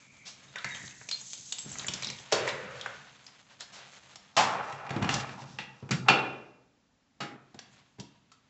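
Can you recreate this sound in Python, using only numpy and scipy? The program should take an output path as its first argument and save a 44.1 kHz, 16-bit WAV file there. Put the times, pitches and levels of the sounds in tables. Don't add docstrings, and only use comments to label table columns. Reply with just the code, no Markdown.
import sys
import numpy as np
from scipy import signal
from scipy.fft import rfft, irfft
from scipy.io import wavfile

SR = 44100
rng = np.random.default_rng(int(sys.argv[2]) if len(sys.argv) > 2 else 0)


def unload_wav(signal):
    wavfile.write(
        sys.argv[1],
        SR,
        np.round(np.clip(np.atleast_2d(signal).T, -1, 1) * 32767).astype(np.int16),
    )


def nominal_scale(level):
    x = np.asarray(level, float) / 20
    return 10 ** x


N = 374409

# (frequency [Hz], spectrum level [dB])
AIR_SPECTRUM = [(18, -33), (30, -5.5), (54, -1.5), (70, -2.5), (276, 3.5), (357, -11.5), (755, -9.5),
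                (7290, -19.5), (8000, -30), (10400, -90.5)]
AIR_DB = -70
# (frequency [Hz], t60 [s])
HALL_DECAY = [(100, 0.95), (300, 0.85), (1000, 0.67), (2700, 0.6), (5000, 0.31), (8000, 0.32)]
# (frequency [Hz], width [Hz], relative level [dB])
BOOM_MODES = [(135.2, 18, 10), (186.2, 18, 4), (240, 12, -17.5)]
# (frequency [Hz], width [Hz], relative level [dB])
DOOR_MODES = [(830, 61, 4.5), (1010, 590, -8), (1322, 65, 0.5), (2730, 2700, -6), (2420, 42, 6.5),
              (2480, 60, -0.5), (2714, 26, 7), (2780, 54, -2), (4430, 60, -4.5)]
# (frequency [Hz], width [Hz], relative level [dB])
WEBBING_MODES = [(6400, 55, 13.5), (7240, 370, 0), (6700, 950, 0.5)]
# (time [s], level [dB])
WEIGHT_SHIFTS = [(0.645, -41.5), (0.828, -42), (1.38, -52), (1.652, -36.5), (1.882, -36), (1.928, -36.5),
                 (2.064, -40.5), (5.012, -24.5), (5.825, -49), (7.54, -44.5), (7.982, -34)]
# (time [s], frequency [Hz], width [Hz], level [dB], t60 [s])
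TAIL_MODES = [(0.557, 1430, 300, -38, 0.29), (0.645, 1870, 343, -38, 0.94), (1.117, 4190, 109, -24.5, 0.16),
              (2.326, 520, 100, -36.5, 1.9), (2.33, 1250, 1200, -37.5, 2.4), (4.37, 752, 90, -24.5, 0.56),
              (4.369, 2400, 900, -22.5, 0.17), (4.369, 850, 606.4, -21, 0.53),
              (4.369, 170, 119.1, -39.5, 0.85), (5.375, 900, 150, -42.5, 0.3),
              (5.591, 2420, 1520, -38.5, 0.22), (5.908, 1560, 1520, -28, 0.22),
              (5.911, 185, 50, -31.5, 0.65), (6.086, 2520, 900, -24, 0.3), (6.081, 1285, 45, -31.5, 0.5),
              (6.085, 306, 300, -27, .8), (6.086, 4570, 2400, -53, 1.0), (6.085, 195, 60.2, -34.5, 0.64),
              (6.085, 776, 50, -25.5, 0.5), (7.205, 240, 180, -42, 0.98), (7.207, 1480, 1940, -39.5, 0.32),
              (7.99, 217, 100.6, -44, 0.33)]
# (time [s], change of level [dB])
GATE_STEPS = [(2.955, -22), (7.364, -10)]
# (time [s], swish [dB], treble [dB], rumble [dB])
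HANDLING_LEVELS = [(0.0, -64, -63, -65), (0.59, -59, -66.5, -62), (0.75, -56, -47, -53.5),
                   (0.95, -66, -55, -59.5), (1.35, -78.5, -46, -67.5), (1.58, -61, -51.5, -63),
                   (1.7, -54, -47, -53), (1.82, -47, -50, -52), (1.96, -48.5, -52.5, -52),
                   (2.13, -53, -53, -50.5), (2.36, -54, -63.5, -69.5), (2.5, -36.5, -46, -52),
                   (2.63, -72, -66, -53), (2.77, -48, -62, -52.5), (2.97, -55, -66, -59.5),
                   (3.35, -58.5, -66.5, -75), (3.64, -61, -71, -68), (3.77, -52, -65.5, -65),
                   (4.02, -55, -63.5, -71), (4.16, -56, -64.5, -63), (4.33, -63, -70, -69)]
# (time [s], scrape [dB], treble [dB], rumble [dB])
DRAG_LEVELS = [(4.33, -66, -63, -68), (4.542, -37.5, -50, -69), (4.606, -34, -58, -51),
               (4.728, -43, -57.5, -80), (4.946, -44, -65, -44), (5.064, -38.5, -66, -33.5),
               (5.104, -39, -39.5, -56), (5.15, -31, -40.5, -31.5), (5.215, -43.5, -42, -50),
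               (5.25, -46, -59, -49.5), (5.458, -52.5, -57, -54), (5.68, -74, -65.5, -57),
               (5.882, -64, -71, -88), (6.034, -68, -71.5, -49), (6.1, -21.5, -55, -50)]
# (time [s], swish [dB], rumble [dB])
COAT_LEVELS = [(7.25, -78, -74), (7.452, -73.5, -72), (7.698, -64, -67), (7.806, -63, -67),
               (8.002, -78.5, -84), (8.11, -70.5, -64.5), (8.49, -76.5, -78.5)]
# (time [s], level [dB], ring [Hz], treble [dB], ring level [dB], rattle t60 [s])
CLOTH_STROKES = [(.25, -33.5, 3770, 1, -34, 0.3), (1.645, -41, 910, -9, 2, 0.077),
                 (3.595, -29.5, 4150, -9, 2, 0.17), (3.72, -37.5, 990, -1, -3, 0.33)]
# (time [s], level [dB], ring [Hz], treble [dB], thud [dB], rattle t60 [s])
PAW_STEPS = [(7.204, -22, 1270, -15, -17.5, 0.13), (7.543, -37, 726, -10.5, -10, 0.043),
             (7.589, -27.5, 1550, -3.5, -57.5, 0.032), (7.983, -51, 940, -13, -4, 0.056),
             (7.997, -38, 954, 4, -12, 0.06), (8.316, -43, 1240, -5, -29.5, 0.079)]
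# (frequency [Hz], level [dB], t60 [s])
SILL_MODES = [(818, -42, 0.67), (1260, -39.5, 0.32), (2010, -50.5, 0.68), (2195, -46, 0.47),
              (2850, -41, 0.27), (3880, -46, 0.24), (4460, -44, .24), (5250, -57, 0.36), (6460, -52, 0.16)]
# (time [s], level [dB], treble [dB], thud [dB])
DOOR_KNOCKS = [(4.724, -28.5, -12, -16), (4.865, -35, -32, -31), (4.892, -28, -16, -15),
               (4.905, -22.5, -14, -8.5), (4.962, -28.5, -21, 5), (5.024, -18.5, -16, -14.5),
               (5.044, -23, -22, -9.5), (5.09, -13, -15, -19.5), (5.106, -20.5, -19, -23.5),
               (5.14, -22.5, 5, -35.5), (5.199, -25.5, -36, -24), (5.27, -36.5, -24, -25),
               (5.291, -30.5, -22, -18), (5.418, -38.5, -31, -7), (5.586, -22.5, -25, -21),
               (5.826, -50, -15.5, 10), (5.89, -33.5, -12, -12.5)]
# (time [s], level [dB], ring [Hz], treble [dB], thud [dB], rattle t60 [s])
DOOR_BANGS = [(5.908, -21.5, 1370, 4.5, -23, 0.059), (6.083, -5, 1306, -18.5, -39.5, 0.09)]
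# (time [s], resonance [Hz], level [dB])
STRAP_SLIDE = [(0, 2330, -65), (0.253, 2270, -60), (.5, 2280, -73)]
# (time [s], level [dB], ring [Hz], treble [dB], ring level [dB], rattle t60 [s])
LANDINGS = [(2.322, -11.5, 488, -2.5, 11, 0.079), (4.365, -12.5, 822, -5.5, 5.5, 0.25)]
# (time [s], frequency [Hz], level [dB], t60 [s])
METAL_TOUCHES = [(.482, 3730, -55, .08), (.556, 3610, -44, 0.068), (.582, 3560, -42, 0.045),
                 (0.707, 3750, -41, 0.13), (1.589, 7540, -35, 0.18), (1.94, 3500, -37, 0.042),
                 (1.94, 5250, -53.5, 0.045), (2.068, 5150, -63, .08), (2.078, 4000, -37, 0.085),
                 (3.265, 5250, -47, 0.058)]
# (time [s], level [dB], ring [Hz], treble [dB])
BUCKLE_CLACKS = [(0.5574, -23, 1950, -11.5), (0.5837, -31.5, 3600, -12), (0.6442, -17, 1490, -8),
                 (0.7471, -27.5, 2950, -13), (0.877, -38, 3700, -16), (0.909, -40.5, 2840, -5),
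                 (1.013, -31.5, 1540, -33), (1.088, -29, 2500, 5.5), (1.112, -26.5, 4360, 2.5),
                 (1.212, -35.5, 6700, -27), (1.3048, -49.5, 6300, 8), (1.332, -33, 6450, 5),
                 (1.3763, -45, 6500, 8), (1.5227, -28.5, 6470, 9), (1.5834, -33.5, 7600, 7.5),
                 (1.715, -32, 7500, -18), (1.7547, -30, 960, -14.5), (1.7846, -30.5, 6500, -8.5),
                 (1.7947, -30.5, 3900, -8), (1.8445, -26.5, 1690, -11), (1.866, -29, 6900, -11),
                 (1.8827, -21, 3150, 1), (1.9364, -31, 5260, 9.5), (2.023, -21, 1980, -4),
                 (2.032, -28, 4100, -10), (2.0448, -28, 4060, 1), (2.0698, -28, 4830, -33),
                 (2.0874, -36, 3520, 1.5), (2.1, -21, 2160, -4), (2.1857, -45.5, 3650, 7),
                 (2.3167, -25.5, 2000, -4), (2.4761, -12, 1900, -15.5), (2.488, -25.5, 4100, -13.5),
                 (2.811, -32, 3510, -1.5), (2.86, -20.5, 1290, -16), (3.265, -41.5, 5000, -1),
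                 (3.606, -31.5, 1520, 3), (4.157, -37.5, 895, 3.5)]


def rms_one(x):
    return x / np.sqrt(np.mean(x ** 2) + 1e-20)


def band(x, low_hz, high_hz):
    sos = signal.butter(2, [low_hz, high_hz], "band", fs=SR, output="sos")
    return signal.sosfilt(sos, x + 1e-18)


def at_hz(points, hz):
    table_hz, values = np.array(points).T
    return np.interp(np.log(hz), np.log(table_hz), values)


def resonance(x, hz, width_hz):
    r = np.exp(-np.pi * width_hz / SR)
    poles = [1, -2 * r * np.cos(2 * np.pi * hz / SR), r * r]
    return signal.lfilter([(1 - r * r) / 2, 0, (r * r - 1) / 2], poles, x + 1e-18)


def modes(x, table):
    return sum(nominal_scale(db) * resonance(x, hz, width_hz) for hz, width_hz, db in table)


def drift(rate_hz):
    knots = rng.standard_normal(4000)
    return np.interp(np.arange(N) / SR * rate_hz, np.arange(len(knots)), knots)


def levels(rows):
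    s, *columns = np.transpose(rows)
    t = np.arange(N) / SR
    return [nominal_scale(np.interp(t, s, column, left=-120, right=-120)) for column in columns]


def contacts(rows, ring_width_hz, rise_s, thud_t60, thud_db):
    body, treble, push, rings = np.zeros((4, N + SR))
    t = np.arange(SR // 3) / SR
    noise = rng.standard_normal((len(rows), len(t)))
    for (s, db, hz, treble_db, ring_db, low_db, t60), hiss in zip(rows, noise):
        start = round(s * SR)
        span = slice(start, start + len(t))
        rattle = nominal_scale(db - 60 * t / max(t60, .003)) * hiss * np.minimum(t / rise_s, 1)
        body[span] += rattle
        treble[span] += rattle * nominal_scale(treble_db)
        ring = resonance(resonance(rattle, hz, ring_width_hz), hz, 3 * ring_width_hz)
        rings[span] += ring * nominal_scale(ring_db)
        push[span] += nominal_scale(db + low_db + thud_db - 60 * t / thud_t60) * hiss[::-1]
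    boom = modes(push, BOOM_MODES) + nominal_scale(-18.5) * band(push, 120, 530)
    middle = nominal_scale(-2.5) * band(band(body, 490, 2900), 160, 2500)
    top = nominal_scale(2.0) * band(treble, 2900, 6900)
    return (middle + top + rings + band(boom, 76, 1900))[:N], body[:N]


def air():
    hz = np.maximum(np.arange(N // 2 + 1) * SR / N, 1)
    spectrum = rfft(rng.standard_normal(N)) * nominal_scale(at_hz(AIR_SPECTRUM, hz))
    return nominal_scale(AIR_DB) * rms_one(irfft(spectrum, N))


def hall(x):
    t = np.arange(SR) / SR
    edges = 60 * 2 ** np.arange(0, 7.6, .5)
    white = rng.standard_normal((2, SR))
    echo = np.zeros(SR)
    for k, (low, high) in enumerate(zip(edges, edges[1:])):
        t60 = at_hz(HALL_DECAY, np.sqrt(low * high))
        echo += band(white[k % 2], low, high) * nominal_scale(-60 * t / t60)
    echo *= np.clip((t - .003) / 0.006, 0, 1)
    return signal.fftconvolve(x, echo / np.sqrt(np.sum(echo ** 2)))[:N]


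def thumps():
    rise_s, t60_s = 0.012, 0.19
    push, t = np.zeros(N + SR), np.arange(SR // 4) / SR
    noise = rng.standard_normal((len(WEIGHT_SHIFTS), len(t)))
    for (s, db), hiss in zip(WEIGHT_SHIFTS, noise):
        envelope = nominal_scale(db - 60 * t / t60_s) * np.minimum(t / rise_s, 1)
        start = round(s * SR)
        push[start:start + len(t)] += envelope * rms_one(modes(hiss, BOOM_MODES))
    return push[:N]


def tails():
    out, t = np.zeros(N + SR), np.arange(SR) / SR
    noise = rng.standard_normal((len(TAIL_MODES), SR))
    for (s, hz, width_hz, db, t60), hiss in zip(TAIL_MODES, noise):
        tone = rms_one(resonance(resonance(hiss, hz, width_hz), hz, 2 * width_hz))
        gate_db = sum(step_db * np.clip((s + t - at) / 0.0099, 0, 1) for at, step_db in GATE_STEPS if at > s)
        envelope = nominal_scale(db + gate_db - 60 * t / t60) * np.minimum(t / 0.01, 1)
        start = round(s * SR)
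        out[start:start + SR] += envelope * tone
    return out[:N]


def rubbing():
    hands, hands_treble, hands_rumble = levels(HANDLING_LEVELS)
    drag, drag_treble, drag_rumble = levels(DRAG_LEVELS)
    coat, coat_rumble = levels(COAT_LEVELS)

    slips = rng.random(N) < 1500 * nominal_scale(5.0 * drift(25.0)) / SR
    sizes = nominal_scale(0.87 * np.minimum(rng.exponential(1, N), 5))
    grains = slips * sizes * rng.choice([-1, 1], N)
    fibres = rms_one(grains) + 0.26 * rng.standard_normal(N)
    reversed_fibres = fibres[::-1]

    fine = band(reversed_fibres, 3400, 8800)
    webbing = fine + modes(fine, WEBBING_MODES)
    snags_per_s, snag_db, snag_t60_s = 400, -14.5, 0.068
    hits = rng.random(N) < snags_per_s * nominal_scale(6.0 * drift(8.0)) / SR
    hits = hits * nominal_scale(2.2 * np.minimum(rng.exponential(1, N), 4))
    snag_envelope = signal.lfilter([1], [1, -nominal_scale(-60 / (snag_t60_s * SR))], hits + 1e-18)
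    snags = band(snag_envelope * rng.standard_normal(N), 2900, 12000)
    treble = rms_one(webbing) + nominal_scale(snag_db) * rms_one(snags)

    scrape = band(band(fibres, 420, 1500), 330, 2800)
    scrape = scrape + modes(scrape, DOOR_MODES)
    swish = band(band(fibres, 450, 4100), 230, 6200)
    drag_hiss = band(reversed_fibres, 2800, 6500)
    coat_treble = nominal_scale(-10) * coat
    rub = drag * rms_one(scrape) + (hands + coat) * rms_one(swish)
    rub = rub + (hands_treble + coat_treble) * rms_one(treble) + drag_treble * rms_one(drag_hiss)

    low = rng.standard_normal(N)
    rumble = modes(low, BOOM_MODES) + nominal_scale(-14.0) * band(low, 60, 230)
    rumble_gain = (hands_rumble + drag_rumble + coat_rumble) * nominal_scale(1.0 * drift(28.0))
    return nominal_scale(1.7 * drift(45.0)) * rub + rumble_gain * rms_one(rumble)


def strokes():
    rows = np.insert(CLOTH_STROKES, 5, [-47, 2.5, -34, -19], axis=1)
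    return contacts(rows, ring_width_hz=910, rise_s=0.027, thud_t60=0.24, thud_db=8.0)[0]


def paws():
    rows = np.insert(PAW_STEPS, 4, 3.0, axis=1)
    return contacts(rows, ring_width_hz=230, rise_s=0.0016, thud_t60=0.048, thud_db=22.0)[0]


def sill():
    clock = np.arange(N) / SR
    t = np.maximum(clock - PAW_STEPS[0][0], 0)
    gate_s, gate_db = GATE_STEPS[-1]
    ring = sum(nominal_scale(db - 60 * t / t60) * np.sin(2 * np.pi * hz * t) for hz, db, t60 in SILL_MODES)
    return ring * nominal_scale(2.0 * drift(60.0) + gate_db * (clock > gate_s))


def door():
    ring_hz, ring_db, t60_s = 1600, 2, 0.043
    rows = [(s, db, ring_hz, treble_db, ring_db, low_db, t60_s) for s, db, treble_db, low_db in DOOR_KNOCKS]
    knocks, light = contacts(rows, ring_width_hz=1100, rise_s=0.00099, thud_t60=0.13, thud_db=19.5)
    rows = np.insert(DOOR_BANGS, 4, 0.0, axis=1)
    bangs, heavy = contacts(rows, ring_width_hz=110, rise_s=0.0025, thud_t60=0.15, thud_db=34.0)
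    leaf = nominal_scale(6.0) * modes(nominal_scale(-7.0) * light + heavy, DOOR_MODES)
    return knocks + bangs + band(leaf, 330, 4400)


def strap(width_hz):
    s, hz, db = np.transpose(STRAP_SLIDE)
    t = np.arange(N) / SR
    phase = 2 * np.pi * np.cumsum(np.interp(t, s, hz)) / SR
    low_pass = signal.butter(2, width_hz, fs=SR, output="sos")
    a, b = signal.sosfilt(low_pass, rng.standard_normal((2, N)))
    gain = nominal_scale(np.interp(t, s, db, right=-120) + 2.5 * drift(40.0))
    return gain * rms_one(a * np.cos(phase) + b * np.sin(phase))


def landings():
    rows = np.insert(LANDINGS, 5, -28.0, axis=1)
    return contacts(rows, ring_width_hz=310, rise_s=0.0019, thud_t60=0.5, thud_db=18.0)[0]


def clinks():
    out, t = np.zeros(N + SR), np.arange(SR // 4) / SR
    chances = rng.random((len(METAL_TOUCHES), 2))
    for (s, hz, db, t60), (split, phase) in zip(METAL_TOUCHES, chances):
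        partner_hz = hz * (1.01 + 0.02 * split)
        pair = np.sin(2 * np.pi * hz * t) + 0.95 * np.sin(2 * np.pi * (partner_hz * t + phase))
        start = round(s * SR)
        out[start:start + len(t)] += nominal_scale(db - 60 * t / t60) * pair * np.minimum(t / 0.0014, 1)
    return out[:N] * nominal_scale(4.0 * drift(150.0))


def harness():
    s, db, hz, treble_db = np.transpose(BUCKLE_CLACKS)
    ring_db = 1.5 + 4.5 * np.log2(hz / 1000)
    thud_db, t60_s = np.full(len(s), -35.5), np.full(len(s), 0.032)
    rows = np.transpose([s, db, hz, treble_db, ring_db, thud_db, t60_s])
    clacks = contacts(rows, ring_width_hz=750, rise_s=0.00028, thud_t60=0.026, thud_db=11.0)[0]
    return clacks + clinks()


def scene():
    clacks, drops, knocks, steps = harness(), landings(), door(), paws()
    wet = hall(nominal_scale(-8.0) * clacks + nominal_scale(-5.5) * drops + nominal_scale(-7.5) * knocks + nominal_scale(-8.5) * steps)
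    blows = clacks + drops + knocks + steps + strokes()
    after = tails() + sill() + thumps() + wet
    return (blows + after + rubbing() + strap(width_hz=140) + air())[None]


def band_limit(x):
    return signal.sosfilt(signal.butter(12, 8880, fs=SR, output="sos"), x)


def record(dry):
    bass_cut = signal.butter(2, 45, "high", fs=SR, output="sos")
    thin = signal.sosfilt(bass_cut, dry)
    rounded = 0.77 * np.tanh(thin / 0.8)
    top_cut = signal.cheby1(10, .5, 7710, fs=SR, output="sos")
    return band_limit(signal.sosfilt(top_cut, rounded))


dry = scene()
out = record(dry)
unload_wav(out)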